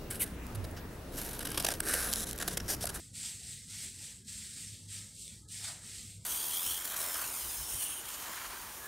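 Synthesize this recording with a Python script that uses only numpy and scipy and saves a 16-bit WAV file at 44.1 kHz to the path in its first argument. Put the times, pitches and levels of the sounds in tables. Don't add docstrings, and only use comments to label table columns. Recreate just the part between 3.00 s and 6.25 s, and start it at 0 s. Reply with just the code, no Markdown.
import sys
import numpy as np
from scipy import signal
from scipy.fft import rfft, irfft
from scipy.io import wavfile
from scipy.ndimage import uniform_filter1d

SR = 44100
rng = np.random.default_rng(int(sys.argv[2]) if len(sys.argv) > 2 else 0)


def gain_from_db(level_db):
    decades = np.asarray(level_db, float) / 20
    return 10 ** decades


def master_out(mix):
    frames = np.transpose(np.atleast_2d(mix))
    ceiling = np.clip(frames, -1, 1)
    pcm = np.round(ceiling * 32767).astype(np.int16)
    wavfile.write(sys.argv[1], SR, pcm)


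N = 143325


def evened(x):
    return x / np.sqrt(np.mean(x ** 2) + 1e-20)


def read(points, hz):
    f, value = np.transpose(points)
    return np.interp(np.log(hz + 1), np.log(f + 1), value)


def smoothed(field, bins, frames):
    return uniform_filter1d(uniform_filter1d(field, size=bins, axis=0), size=frames, axis=1)


def patches(shape, bins, frames):
    return evened(smoothed(rng.standard_normal(shape[::-1]).T, bins, frames))


def bump(hz, centre_hz, width_hz):
    return 1 / (1 + ((hz - centre_hz) / width_hz) ** 2)


# time in seconds, pressure in dB.
STROKES = [
    [(0.0, -51.5), (0.102, -60), (0.128, -62.5), (0.136, -54), (0.156, -46.5), (0.258, -41), (0.388, -50.5),
     (0.512, -46.5), (0.66, -54.5)],
    [(0.67, -57), (0.71, -47), (0.85, -42), (0.932, -51.5), (1.048, -46), (1.1, -48.5), (1.192, -57.5),
     (1.214, -58.5), (1.24, -64)],
    [(1.25, -57), (1.264, -55.5), (1.286, -46), (1.472, -47.5), (1.492, -49.5), (1.608, -46.5), (1.74, -51),
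     (1.842, -56.5), (1.86, -55.5)],
    [(1.87, -60), (1.888, -52), (1.924, -44.5), (1.978, -45.5), (2.116, -56.5), (2.208, -49), (2.292, -51),
     (2.42, -60), (2.47, -68)],
    [(2.475, -69), (2.485, -56), (2.521, -45.5), (2.629, -45), (2.639, -42), (2.689, -42), (2.78, -53)],
]
# time in seconds, pressure in dB.
LAST_STROKE = [(2.81, -55.5), (2.85, -49.5), (2.94, -46.5), (3.02, -48.5), (3.1, -51.5), (3.15, -55),
               (3.2, -61), (3.25, -59.5)]
# time in seconds, level in dB above the rub.
SNAGS = [
    (2.28, 7.5),
    (2.488, 6),
]


def pressure():
    snag_s, trim_db, flutter_db = 0.0014, 1, 0.5
    now = np.arange(N) / SR
    s, push_db = np.concatenate(STROKES + [LAST_STROKE]).T
    snag_db = sum(db * np.exp(-((now - at) / snag_s) ** 2) for at, db in SNAGS)
    flutter = uniform_filter1d(rng.standard_normal(N), size=500)
    flutter = evened(uniform_filter1d(flutter, size=500))
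    return np.interp(now, s, push_db) + snag_db + trim_db + flutter_db * flutter


# frequency in Hz, level in dB.
SURFACE = [(600, -31), (1200, -28), (1550, -23.5), (1900, -15.5), (4500, -10), (7000, -12), (10500, -16.5),
           (15800, -29.5)]
# time in seconds, weight of the low end in dB.
WEIGHT = [(.15, 8.5), (.26, 4.5), (.5, 4), (.7, 7.5), (.9, 1), (1.1, 7), (1.27, 2), (1.6, 7), (1.75, 2.5),
          (1.94, 5), (2.12, 11), (2.2, -35), (2.32, 9), (2.5, -1.5), (2.68, 15.5), (2.8, 17.5), (2.95, 3.5),
          (3.2, 0.5)]
# time in seconds, frequency in Hz, level in dB.
SQUEAKS = [
    (.26, 3420, 4.5),
    (.84, 3500, 0.5),
    (1.95, 3400, 1),
    (2.28, 3600, 8.5),
    (2.66, 3570, 6),
]


def scrape_colour(hz, t):
    weight_lo_hz, weight_hi_hz = 1140, 2600
    squeak_width_hz, squeak_s = 200, 0.04
    fixed_db = read(SURFACE, hz)
    fixed_db += 11 * bump(hz, 8397, 870)
    fixed_db += 4.5 * bump(hz, 7550, 177)
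    low = np.log(weight_hi_hz / (hz + 1)) / np.log(weight_hi_hz / weight_lo_hz)
    low = np.clip(low, 0, 1) * (hz > 550)
    colour_db = fixed_db[:, None] + np.outer(low, np.interp(t, *np.transpose(WEIGHT)))
    for at, f, db in SQUEAKS:
        colour_db += db * np.outer(bump(hz, f, squeak_width_hz), np.exp(-((t - at) / squeak_s) ** 2))
    return colour_db + 1.0 * patches(colour_db.shape, bins=8, frames=16)


def rubbing():
    scratches_per_s, spread_db = 30000, -0.1
    size = gain_from_db(spread_db * np.minimum(rng.exponential(1, N), 5)) * rng.standard_normal(N)
    scratches = size * (rng.random(N) < scratches_per_s / SR)
    hz, t, z = signal.stft(scratches, SR, nperseg=512, noverlap=384)
    z = z * gain_from_db(scrape_colour(hz, t))
    hiss = evened(signal.istft(z, SR, nperseg=512, noverlap=384)[1][:N])
    return hiss * gain_from_db(pressure())


# frequency in Hz, width in Hz, level in dB.
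MOTOR = [(50.4, 8, -11), (64.8, 8, -14), (100.4, 4.6, -1.5), (127.2, 8, -13), (168.2, 9.5, -11),
         (205.8, 8.6, -12), (477.7, 12, -23), (621, 6, -27)]
# time in seconds, load in dB.
MOTOR_LOAD = [(0.0, -63), (0.17, -56.5), (0.41, -67), (0.72, -57), (0.92, -63), (0.97, -56), (1.15, -69),
              (1.47, -54.5), (1.5, -69), (1.74, -50), (1.78, -69), (1.85, -52), (2.04, -54), (2.07, -65),
              (2.7, -55), (2.72, -65.5), (3.19, -52), (3.25, -78)]


def motor():
    hz = np.fft.rfftfreq(N, 1 / SR)
    load = gain_from_db(np.interp(np.arange(N) / SR, *np.transpose(MOTOR_LOAD)))
    out = np.zeros(N)
    for tone_hz, width_hz, db in MOTOR:
        fuzz = evened(irfft(rfft(rng.standard_normal(N)) * bump(hz, tone_hz, width_hz) ** 2, N))
        swell = np.sqrt(uniform_filter1d(fuzz ** 2, size=2205) + 0.091)
        steady = evened(fuzz / swell)
        out += gain_from_db(db) * (load if 80 < tone_hz < 115 else load.mean()) * steady
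    return out


# frequency in Hz, level in dB.
ROOM = [(36, -34), (55, 0), (110, -1), (210, -8), (330, -18), (520, -23), (750, -23), (1600, -25)]


def drone():
    level_db, patch_db, top_hz = -58.5, 3.5, 2220
    hz, t, z = signal.stft(rng.standard_normal(N), SR, nperseg=2048, noverlap=1536)
    shape = gain_from_db(read(ROOM, hz)[:, None] + patch_db * patches(z.shape, bins=3, frames=5))
    shape /= 1 + (hz[:, None] / top_hz) ** 4 + (30 / (hz[:, None] + 1)) ** 2
    noise = signal.istft(z * shape, SR, nperseg=2048, noverlap=1536)[1][:N]
    return gain_from_db(level_db) * evened(noise)


def scene():
    return np.tile(rubbing() + drone() + motor(), (2, 1))


# frequency in Hz, level in dB.
NOISE_GUESS = [(250, 0), (450, -5), (650, 8), (1080, 1.5), (1600, 4), (2800, 4.5), (3600, -3), (15000, -18)]


def suppressed(z, hz, t):
    guess_db, patch_db, deepest_db, edge_hz = -91, 2, -19, 15770
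    memory = 0.83
    power = smoothed(abs(z) ** 2, bins=2, frames=3)
    start = power[:, :9].mean(1)[:, None] * (t == 0) / (1 - memory)
    power = signal.lfilter([1 - memory], [1, -memory], power + start) + 1e-20
    guess = gain_from_db(guess_db + read(NOISE_GUESS, hz)[:, None] + patch_db * patches(z.shape, bins=2, frames=60))
    gain = np.maximum(1 - guess ** 2 / power, gain_from_db(deepest_db))
    return z * gain * (hz[:, None] < edge_hz)


# time in seconds, low edge in Hz, high edge in Hz.
SPLITS = [(.637, 5200, 6400), (.637, 8300, 9700), (.637, 13800, 15200), (1.682, 5200, 6400),
          (1.797, 4200, 6400), (1.797, 9700, 11800), (2.238, 6300, 7600), (2.238, 10400, 12500),
          (2.262, 7600, 9000), (2.681, 4200, 5700), (2.681, 9700, 11100)]


def ears_apart(z, hz, t):
    split_s, split_db = 0.024, -1
    split = sum(np.outer((hz > lo) & (hz < hi), abs(t - s) < split_s / 2) for s, lo, hi in SPLITS)
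    other = signal.stft(rng.standard_normal(N), SR, nperseg=1024, noverlap=768)[2]
    other = other / np.sqrt(np.mean(abs(other) ** 2))
    local = np.sqrt(smoothed(abs(z) ** 2, bins=15, frames=5) + 1e-20)
    return other * local * split * gain_from_db(split_db)


def roll_off(x):
    return signal.sosfilt(signal.butter(12, 15940, fs=SR, output="sos"), x)


def record(dry):
    hz, t, z = signal.stft(dry[0], SR, nperseg=1024, noverlap=768)
    z = z * gain_from_db(-8.5 * bump(hz, 1065, 56.4))[:, None]
    z = suppressed(z, hz, t)
    side = ears_apart(z, hz, t)
    both = signal.istft(np.array([z + side, z - side]), SR, nperseg=1024, noverlap=768)[1][:, :N]
    return roll_off(both)


dry = scene()
out = record(dry)
master_out(out)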